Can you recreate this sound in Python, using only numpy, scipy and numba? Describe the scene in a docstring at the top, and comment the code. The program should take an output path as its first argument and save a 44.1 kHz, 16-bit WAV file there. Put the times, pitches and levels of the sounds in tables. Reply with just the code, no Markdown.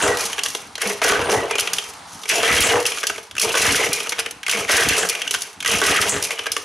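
"""Over distant road noise, a small two-stroke outboard on a wood and iron stand is pulled over six times.
In a pull the pawls catch, then the rope drags the flywheel over compression: the starter drum rattles,
cowl and stand rumble, a rubbed part may squeal, and the drive clunks as the piston gives way.
Then the rope runs back: the drum whines, pawls skip over the ratchet, the recoil spring slaps its case.
After each sound comes the brief reverberation of a concrete yard."""
import sys
import numpy as np
from scipy import signal
from scipy.fft import rfft, irfft, next_fast_len
from scipy.io import wavfile
from scipy.ndimage import uniform_filter1d
from numba import njit

SR = 44100
rng = np.random.default_rng(int(sys.argv[2]) if len(sys.argv) > 2 else 0)


def generate_wav(signal):
    """Clip the signal to [-1, 1] and save it as 16-bit WAV at the path in sys.argv[1]."""
    frames = np.transpose(np.atleast_2d(signal))
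    scaled = np.clip(frames, -1, 1) * 32767
    pcm = np.round(scaled).astype(np.int16)
    wavfile.write(sys.argv[1], SR, pcm)


N = 293131


def undb(db):
    return 10 ** (np.asarray(db) / 20)


def unit(x):
    return x / np.sqrt(np.mean(x ** 2))


def curve(times, values):
    return np.interp(np.arange(N) / SR, times, values)


def band(x, lo_hz, hi_hz):
    return signal.sosfilt(signal.butter(3, [lo_hz, hi_hz], "bandpass", fs=SR, output="sos"), x)


def colour(x, response):
    """Spectral shaping: gain in dB is interpolated over log frequency."""
    size = next_fast_len(N)
    hz, db = np.transpose(response)
    f = np.arange(size // 2 + 1) * SR / size + 1
    gain = undb(np.interp(np.log(f), np.log(hz), db))
    return irfft(rfft(x, size) * gain, size)[..., :N]


def resonate(x, hz, q):
    """Forced resonance of one mode with quality factor q."""
    return signal.lfilter(*signal.iirpeak(hz, q, SR), x)


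def ring(x, modes, direct_db):
    """Modal superposition: damped resonances add to a direct path for the contact noise."""
    length = x.shape[-1]
    size = next_fast_len(length)
    f = np.arange(size // 2 + 1) * SR / size + 1
    resonances = sum(undb(db) / (1 + 1j * hz / width * (f / hz - hz / f)) for hz, width, db in modes)
    return irfft(rfft(x, size) * (undb(direct_db) + resonances), size)[..., :length]


@njit
def moving_resonance(x, hz, damping):
    """State-variable resonator: the centre moves, the relative bandwidth (damping) stays constant."""
    y, band_state, low_state = np.empty(len(x)), 0., 0.
    for i in range(len(x)):
        g = np.tan(np.pi * hz[i] / SR)
        v = (band_state + g * (x[i] - low_state)) / (1 + g * (g + damping))
        band_state, low_state = 2 * v - band_state, low_state + 2 * g * v
        y[i] = damping * v
    return y


def walk(rate_hz):
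    """Random modulation: held and smoothed steps with a deviation near 1."""
    step = int(SR / rate_hz)
    return uniform_filter1d(np.repeat(rng.standard_normal(N // step + 1), step), step // 2 + 1)[:N]


def chatter(per_s, spread_db, tail_ms):
    """Shot noise: many small uneven contacts, each a burst that decays exponentially."""
    chance, kicks = rng.random((int(per_s * N / SR), 2)), np.zeros(N)
    strength_db = spread_db * np.minimum(-np.log(1 - chance[:, 1]), 4)
    kicks[(chance[:, 0] * N).astype(int)] = undb(strength_db)
    fade = np.exp(-1000 / (tail_ms * SR))
    return unit(signal.lfilter([1], [1, -fade], kicks) * rng.standard_normal(N))


def swell(start, hold, db, shape):
    """One envelope per event; shape is (delay [s], attack [s], sag [dB/s], release [dB/s])."""
    delay, attack, sag, release = shape
    t = np.arange(0, N + 64, 64) / SR - (np.asarray(start) + delay)[:, None]
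    hold = np.reshape(hold, (-1, 1))
    fall_db = sag * np.clip(t, 0, hold) + release * np.maximum(t - hold, 0)
    return np.clip(t / attack, 0, 1) * undb(np.asarray(db)[:, None] - fall_db)


def power_sum(*envelopes):
    """Incoherent addition: overlapping events add in power."""
    power = sum(np.sum(gain ** 2, axis=0) for gain in envelopes)
    return curve(np.arange(len(power)) * 64 / SR, np.sqrt(power))


# Response of the stereo side signal: (frequency [Hz], gain [dB])
SIDE_RESPONSE = [(60, -28), (150, -24), (300, -23.5), (700, -15), (2500, -13), (5000, -17.5), (9000, -14),
                 (12500, -34)]
def spread(mid, side):
    """Spatial coherence: two close microphone ports share most of the sound, above all the bass."""
    side = colour(side, SIDE_RESPONSE)
    return np.array([mid + side, mid - side])


# Tyre noise spectrum: (frequency [Hz], relative level [dB])
ROAD_SPECTRUM = [(18, -39), (30, -50), (154, -13.5), (190, -5), (216, -12), (524, -15), (815, -1),
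                 (1140, -4), (2630, -14.5), (8690, -18), (15000, -49)]
# Tyre noise contour: (time [s], level [dB])
ROAD_LEVELS = [(0, -24), (.7, -44), (2.0, -38), (2.2, -40), (3.3, -44), (4.4, -42.5), (5.55, -42.5),
               (6.65, -47)]
def road():
    """Broadband noise of far tyres, slowly modulated in amplitude."""
    mid, side = unit(colour(rng.standard_normal((2, N)), ROAD_SPECTRUM))
    level_db = curve(*np.transpose(ROAD_LEVELS)) + 2.4 * walk(6.7)
    return spread(mid, 1.85 * side) * undb(level_db)


def yard(x, echo_db=-12.5, t60_s=0.37, size=16384):
    """Reverberation: dull reflections off concrete decay exponentially; early ones add width."""
    t = np.arange(size) / SR
    dull = signal.lfilter([.45], [1, -.55], rng.standard_normal((2, size)))
    echo = dull * np.exp(-np.log(1000) * t / t60_s) * (t > .003)
    early = rng.standard_normal(size) * np.exp(-t / 0.017)
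    mid = undb(echo_db) * echo[0] / np.linalg.norm(echo[0])
    side = early / np.linalg.norm(early) + 0.49 * echo[1] / np.linalg.norm(echo[1])
    return spread(x + signal.fftconvolve(x, mid)[:N], signal.fftconvolve(x, side)[:N])


# Booms of the wooden stand: (time [s], level [dB], frequency [Hz])
BEAM_BOOMS = [(0.859, -22, 201.4), (1.133, -33, 174), (1.302, -24, 207), (2.329, -34.5, 193),
              (3.428, -29, 204), (3.715, -33, 185), (4.545, -26, 205), (5.031, -27.5, 183),
              (5.706, -27, 201), (5.973, -31.5, 172), (6.076, -27, 202)]
def beam_booms(decay_s=0.051, size=8192):
    """Damped free vibration: the beams boom as the load shifts, and waver as they rock."""
    out, t = np.zeros(N + size), np.arange(size) / SR
    envelope = (1 - np.exp(-t / .004)) * np.exp(-(t / decay_s) ** 1.3)
    for time, db, hz in BEAM_BOOMS:
        i = int(time * SR)
        out[i:i + size] += undb(db) * np.sin(2 * np.pi * hz * t) * envelope
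    return out[:N] * (1 + 0.11 * walk(120))


# Squeals of rubbed parts: (time [s], hold [s], frequency [Hz], level [dB])
RUB_SQUEALS = [(0.07, 0.048, 1925, -23.5), (1.225, .13, 9230, -37.5), (1.33, 0.052, 1946, -23),
               (2.307, 0.063, 2590, -27), (2.324, 0.05, 6900, -27), (4.897, 0.063, 2610, -27)]
def squeals(relative_width=.012, shape=(.001, .02, 5, 250)):
    """Frictional excitation: noise drives one narrow mode, so a part briefly sings alone."""
    out = np.zeros(N)
    for time, hold, hz, db in RUB_SQUEALS:
        tone = unit(resonate(rng.standard_normal(N), hz, 1 / relative_width))
        out += tone * power_sum(swell([time], [hold], [db], shape))
    return out


# Modes of the recoil spring: (frequency [Hz], relative level [dB], T60 [s])
SPRING_MODES = [(6600, -6, .1), (7320, 0, .14), (7980, -4, .1), (8610, -2, .12), (9080, 0, .12)]
# Slips of the spring: (time [s], relative level [dB])
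SPRING_SLIPS = [(0.022, -3), (2.6366, -2), (4.988, -4.5), (6.0938, -1.5)]
def spring_pings(size=16384):
    """Modal decay: the recoil spring slips in its case with a hiss and rings on."""
    out, t = np.zeros(N + size), np.arange(size) / SR
    for time, db in SPRING_SLIPS:
        tones = sum(undb(mode_db) * np.sin(2 * np.pi * (hz * t + rng.random())) * 1000. ** (-t / t60)
                    for hz, mode_db, t60 in SPRING_MODES)
        hiss = band(rng.standard_normal(size), 6200, 8300) * np.exp(-t / 0.045)
        i = int(time * SR)
        out[i:i + size] += undb(db - 18) * tones + undb(db - 3) * hiss
    return out[:N]


# The rope running back: (time [s], duration [s], rattle level [dB])
ROPE_REWINDS = [(0.161, 0.48, -30.5), (1.488, 0.36, -27), (2.852, 0.31, -29.5), (3.905, .38, -28),
                (5.083, 0.4, -29), (6.207, 0.62, -28)]
def drum_whine(hz=2410, width_hz=53, hold_s=0.077):
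    """Rubbing excites a narrow resonance of the drum as it spins fast at the start of each rewind."""
    time, _, db = np.transpose(ROPE_REWINDS)
    tone = unit(resonate(chatter(150, 1.7, 12), hz, hz / width_hz))
    return tone * power_sum(swell(time, hold_s, db + 2, shape=(.01, .011, 90, 120)))


# Modes of the starter's metal parts: (frequency [Hz], bandwidth [Hz], gain [dB])
METAL_MODES = [(1227, 114, 5.5), (1575, 240, 0.5), (1966, 14, 3.5), (2273, 530, -1.5), (2730, 290, 1.5),
               (2955, 147, 1), (3243, 230, -0.5), (5630, 1500, 1), (6096, 700, 6.5), (9630, 380, -13.5)]
# Modes of the cowl: (frequency [Hz], bandwidth [Hz], gain [dB])
COWL_MODES = [(413.7, 23, -5), (470.5, 53, 1.5), (656, 87, -5.5), (864, 150, -15.5), (1072, 76, -14.5)]
def clacks(times, ring_db, hz, bright_db, dull_db, contact_ms, direct_db, size=4096):
    """Impact excitation: a burst of contact noise rings metal and cowl, led by the struck part."""
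    ring_db, hz, bright_db, dull_db = (np.reshape(v, (-1, 1)) for v in (ring_db, hz, bright_db, dull_db))
    out, t = np.zeros(N + size), np.arange(size) / SR
    contact = np.exp(-(1000 * t / contact_ms) ** 2.4)  # the parts rattle together, then let go at once
    envelope = (1 - np.exp(-t / 0.00008)) * (contact + 0.93 * np.exp(-t / 0.007))
    force = envelope * rng.standard_normal((len(times), size))
    force[:, 0] += 4  # click of the first touch
    metal = ring(force, METAL_MODES, -2.5)
    struck = band(ring(metal, [(hz, 0.14 * hz, 0)], -9.5), 1320, 3670)
    bright = band(ring(force, METAL_MODES, direct_db), 3740, 13100)
    dull = band(ring(force, COWL_MODES, -13.5), 272, 1260)
    blows = sum(undb(db) * layer / np.abs(layer).max(axis=1, keepdims=True)
                for layer, db in [(struck, ring_db), (bright, bright_db), (dull, dull_db)])
    for i, blow in zip((times * SR).astype(int), blows):
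        out[i:i + size] += blow
    return out[:N]


# Pawl strikes: (time [s], ring level [dB], ring frequency [Hz], dull level re ring [dB])
PAWL_STRIKES = [(0.2145, -20, 1610, 2), (0.33, -11, 3040, -47), (0.381, -12, 1710, -12),
                (0.39, -8.5, 2940, -21), (0.455, -14, 1630, -13), (0.46, -5.5, 3060, -24),
                (0.549, -9.5, 3700, -9.5), (0.7541, -13, 4040, -17.5), (0.7792, -17.5, 1650, -9),
                (0.819, -13.5, 1620, -17), (1.5097, -8, 2190, -4), (1.5541, -9, 2430, -4.5),
                (1.5822, -7, 2960, -9), (1.59, -8, 1460, -18), (1.6735, -7, 3260, -19),
                (1.7836, -4.5, 3200, -22), (2.234, -19.5, 3700, -17), (2.2553, -18.5, 2220, -12),
                (2.2989, 7, 2510, -21), (2.8537, -6, 2740, -34), (2.9192, -11.5, 3100, -13),
                (2.9736, -16, 1280, -19), (2.9831, -10.5, 3030, -33), (3.031, -10, 1260, -30),
                (3.0368, -8.5, 1620, -10.5), (3.0976, -8, 1420, -10), (3.1594, -19.5, 2230, -15),
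                (3.1799, -17.5, 1270, -4), (3.311, -21, 3320, -15), (3.352, -21, 1510, -17),
                (3.366, -14, 1510, -20), (3.3808, -6, 2630, -20), (3.865, -11.5, 2130, -1),
                (4.003, -10, 2500, -21), (4.061, -20, 1250, -36), (4.07, -13, 2900, -10.5),
                (4.1207, -8.5, 1240, -21), (4.1261, -11.5, 2200, -9.5), (4.1836, -16, 1170, -9),
                (4.19, -6, 1400, -12.5), (4.2012, -8, 2280, -15), (4.261, -10.5, 2110, -13.5),
                (4.431, -14.5, 2310, -34), (4.4645, -9, 2230, -27), (4.4813, -7.5, 1530, -16.5),
                (4.495, -0.5, 2820, -28), (4.8928, 5, 2410, -28), (5.029, -11, 1550, -9),
                (5.05, -15, 1310, -4), (5.1505, -11.5, 2720, -24), (5.209, -24, 1670, -26),
                (5.2174, -8.5, 3170, -29), (5.269, -19, 1600, -15), (5.2757, -7, 3030, -26),
                (5.332, -30, 1490, -24), (5.3407, -5.5, 1480, -19.5), (5.3461, -8, 2900, -11.5),
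                (5.6039, -14, 3450, -29), (5.626, -14.5, 2200, -26), (5.6474, -9.5, 1510, -17),
                (5.66, 0, 1980, -25), (6.3062, -8.5, 2180, -17), (6.314, -16, 3000, -20),
                (6.3857, -19, 1530, -13), (6.391, -10.5, 2830, -15), (6.458, -15, 1280, -16),
                (6.466, -8, 1570, -12), (6.5653, -6, 1160, -13)]
def pawl_ticks():
    """Light impacts: pawls catch before a pull and skip over the ratchet as the rope runs back."""
    time, db, hz, dull_db = np.transpose(PAWL_STRIKES)
    bright_db = db - 3.5 + 0.5 * np.log2(hz / 2500)  # higher-ringing parts are brighter too
    return clacks(time, db, hz, bright_db, db + dull_db, contact_ms=5.8, direct_db=-17)


# Slaps of the recoil spring: (time [s], bright level [dB], shiver level [dB])
SPRING_SLAPS = [(0.1714, -7, -43), (0.186, -16, -18.5), (0.4346, -2, -21.5), (0.817, -6, -41),
                (1.5967, -1, -39), (1.607, -7, -27.5), (1.733, -1, -21), (1.936, -25, -68),
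                (2.006, -39, -63), (2.6057, 3, -40), (2.8642, 2.5, -25), (3.069, -0.5, -29),
                (3.3967, -3, -40), (3.931, 0, -20), (4.093, -6, -33), (4.1953, -6, -41),
                (4.3096, -12.5, -62), (4.5126, -2, -40), (4.8876, 7, -38), (5.0883, -5, -40),
                (5.0964, -1, -23.5), (5.3094, -1.5, -23.5), (5.4193, -8.5, -59), (5.6764, -6, -40),
                (6.0144, -1, -40), (6.225, -4.5, -25.5), (6.2377, -5, -37), (6.5182, -2, -25.5)]
def spring_snaps(ring_hz=2830):
    """Short impacts: the spring slaps its case and excites mainly the high modes."""
    time, db, _ = np.transpose(SPRING_SLAPS)
    return clacks(time, db - 11.5, ring_hz, db, db - 34, contact_ms=5.1, direct_db=0.5)


# Blows of the drive: (time [s], ring level [dB])
DRIVE_BLOWS = [(1.0169, -6), (1.046, -0.5), (1.0986, -2.5), (1.1206, -1), (1.296, -8.5), (2.4316, 2),
               (3.5413, -10), (3.5518, -4), (3.5704, -12.5), (4.6954, -1.5), (5.8162, 3)]
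def drive_clunks(ring_hz=1490):
    """Heavy impacts: the drive slams home as the piston gives way, exciting the low modes too."""
    time, db = np.transpose(DRIVE_BLOWS)
    return clacks(time, db, ring_hz, db - 4.5, db - 3, contact_ms=9.8, direct_db=-21)


def drum_rattle(metal, ring_hz):
    """A moving resonance: the drum's loudest ring shifts with rope tension and speed."""
    block = .7 * metal + 1.1 * moving_resonance(metal, np.clip(ring_hz, 1000, 4000), .25)
    return unit(band(block, 1225, 3900)) * undb(1.02 * walk(40))


def rope_scrape(metal):
    """Sliding friction: rope and spring excite the high modes without a break between contacts."""
    sliding = ring(rng.standard_normal(N), METAL_MODES, -8.5)
    catching = ring(chatter(45, 1.5, 8.7), METAL_MODES, -0.5)
    friction = 0.82 * metal + 0.71 * sliding + 0.81 * catching
    return unit(band(friction, 3100, 13000)) * undb(1.28 * walk(13))


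# Heaves of the rope, several to a pull; the quietest is slack being taken up: (time [s], hold [s],
# rattle level [dB], ring frequency [Hz], scrape level [dB], cowl level [dB], stand level [dB])
ROPE_HEAVES = [(-0.04, 0.12, -16, 1370, -18, -15.5, -27), (0.789, 0.1, -22.5, 2040, -22, -25, -51),
               (1.018, 0.05, -11.5, 1680, -16.5, -24, -24), (1.12, 0.25, -22.5, 1560, -30, -21, -34),
               (1.288, 0.041, -22.5, 1860, -18.5, -9.5, -21.5), (1.382, 0.033, -26.5, 1280, -48, -18, -38),
               (2.057, 0.54, -45, 1300, -35, -51, -60), (2.274, 0.1, -19.5, 2500, -18, -22.5, -39),
               (2.421, .15, -9.5, 1980, -14.5, -23, -28.5), (2.593, 0.093, -17.5, 2360, -18, -22, -31.5),
               (2.678, 0.066, -16.5, 1800, -18.5, -12, -31.5),
               (3.386, 0.09, -21.5, 2460, -19.5, -22.5, -39.5), (3.552, 0.15, -13, 2160, -14, -22, -27.5),
               (3.715, 0.13, -19.5, 2130, -18, -24, -33), (4.488, 0.12, -22, 2300, -20, -26, -40),
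               (4.676, 0.19, -11, 1880, -14, -19.5, -26.5), (4.899, 0.058, -21, 2220, -18.5, -20.5, -39),
               (4.961, 0.057, -21, 1600, -23, -22.5, -55), (5.657, 0.11, -20, 2580, -18, -24, -30.5),
               (5.82, 0.17, -13.5, 1900, -15.5, -23, -29.5), (6.002, .1, -19, 2100, -20, -22.5, -35),
               (6.089, 0.071, -24, 1610, -32, -25.5, -38)]
def crank(rewind_ring_hz=2270, stand_rest_db=-52):
    """Forced vibration: loose parts rattle, rope and spring scrape, compression shakes cowl and stand."""
    time, hold, rattle_db, hz, scrape_db, cowl_db, stand_db = np.transpose(ROPE_HEAVES)
    slap_time, _, shiver_db = np.transpose(SPRING_SLAPS)
    pull = swell(time, hold, rattle_db, shape=(.001, .025, 15, 130))
    rewind = swell(*np.transpose(ROPE_REWINDS), shape=(.001, .015, 30, 120))
    slide = swell(time, hold, scrape_db, shape=(.001, .03, 20, 150))
    shiver = swell(slap_time, 0, shiver_db, shape=(.004, .005, 1.1, 100))
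    cowl_shake = swell(time, hold, cowl_db, shape=(.02, .05, 10, 250))
    stand_shake = swell(time, hold, stand_db, shape=(.027, .044, 11, 230))
    rattle_gain = power_sum(pull, rewind)
    ring_hz = power_sum(pull * hz[:, None], rewind * rewind_ring_hz) / (rattle_gain + 1e-12)

    shared = chatter(300, 2.5, 5)
    # every part also has its own contacts, so the rings come and go one by one
    parts = sum(undb(db) * resonate(.5 * shared + chatter(50, 2.07, 2.04), mode_hz, mode_hz / width)
                for mode_hz, width, db in METAL_MODES)
    metal = parts + undb(-8) * shared
    rattle = drum_rattle(metal, ring_hz) * rattle_gain
    scrape = rope_scrape(metal) * power_sum(slide, rewind * undb(-10), shiver)
    panels = ring(.6 * shared + chatter(250, 1.5, 8), COWL_MODES, -17)
    cowl = unit(band(panels, 300, 1100)) * power_sum(cowl_shake, rewind * undb(-6))
    stand = unit(band(chatter(60, 1.3, 13), 54.4, 293)) * (power_sum(stand_shake) + undb(stand_rest_db))
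    return rattle + scrape + cowl + stand


def scene():
    """Superposition: the outboard and its reflections add to the road noise."""
    outboard = crank() + beam_booms() + pawl_ticks() + spring_snaps() + drive_clunks()
    outboard += drum_whine() + squeals() + spring_pings()
    return yard(outboard) + road()


@njit
def limiter(peak, threshold, attack, release):
    """Envelope following: gain drops fast above the threshold and recovers more slowly."""
    gain, envelope = np.empty(len(peak)), 0.
    for i in range(len(peak)):
        envelope += (peak[i] - envelope) * (attack if peak[i] > envelope else release)
        gain[i] = threshold / max(envelope, threshold)
    return gain


# Microphone response: (frequency [Hz], gain [dB])
MIC_RESPONSE = [(30, -5.5), (300, -2.5), (1000, -1.5), (3000, -3), (4200, 0.5), (6000, -5), (8000, -5.5),
                (10000, 2.5), (12500, -6.5), (15000, -8), (16500, -66)]
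def record(dry, cutoff_hz=16300):
    """Transduction: microphone colour, quick limiting, soft saturation and a steep low-pass."""
    wet = colour(dry, MIC_RESPONSE)
    wet *= limiter(np.abs(wet).max(axis=0), threshold=0.27, attack=0.072, release=0.011)
    wet = np.tanh(1.6 * wet) / 1.6
    return signal.sosfilt(signal.ellip(8, .2, 70, cutoff_hz, fs=SR, output="sos"), wet)


dry = scene()
out = record(dry)
generate_wav(out)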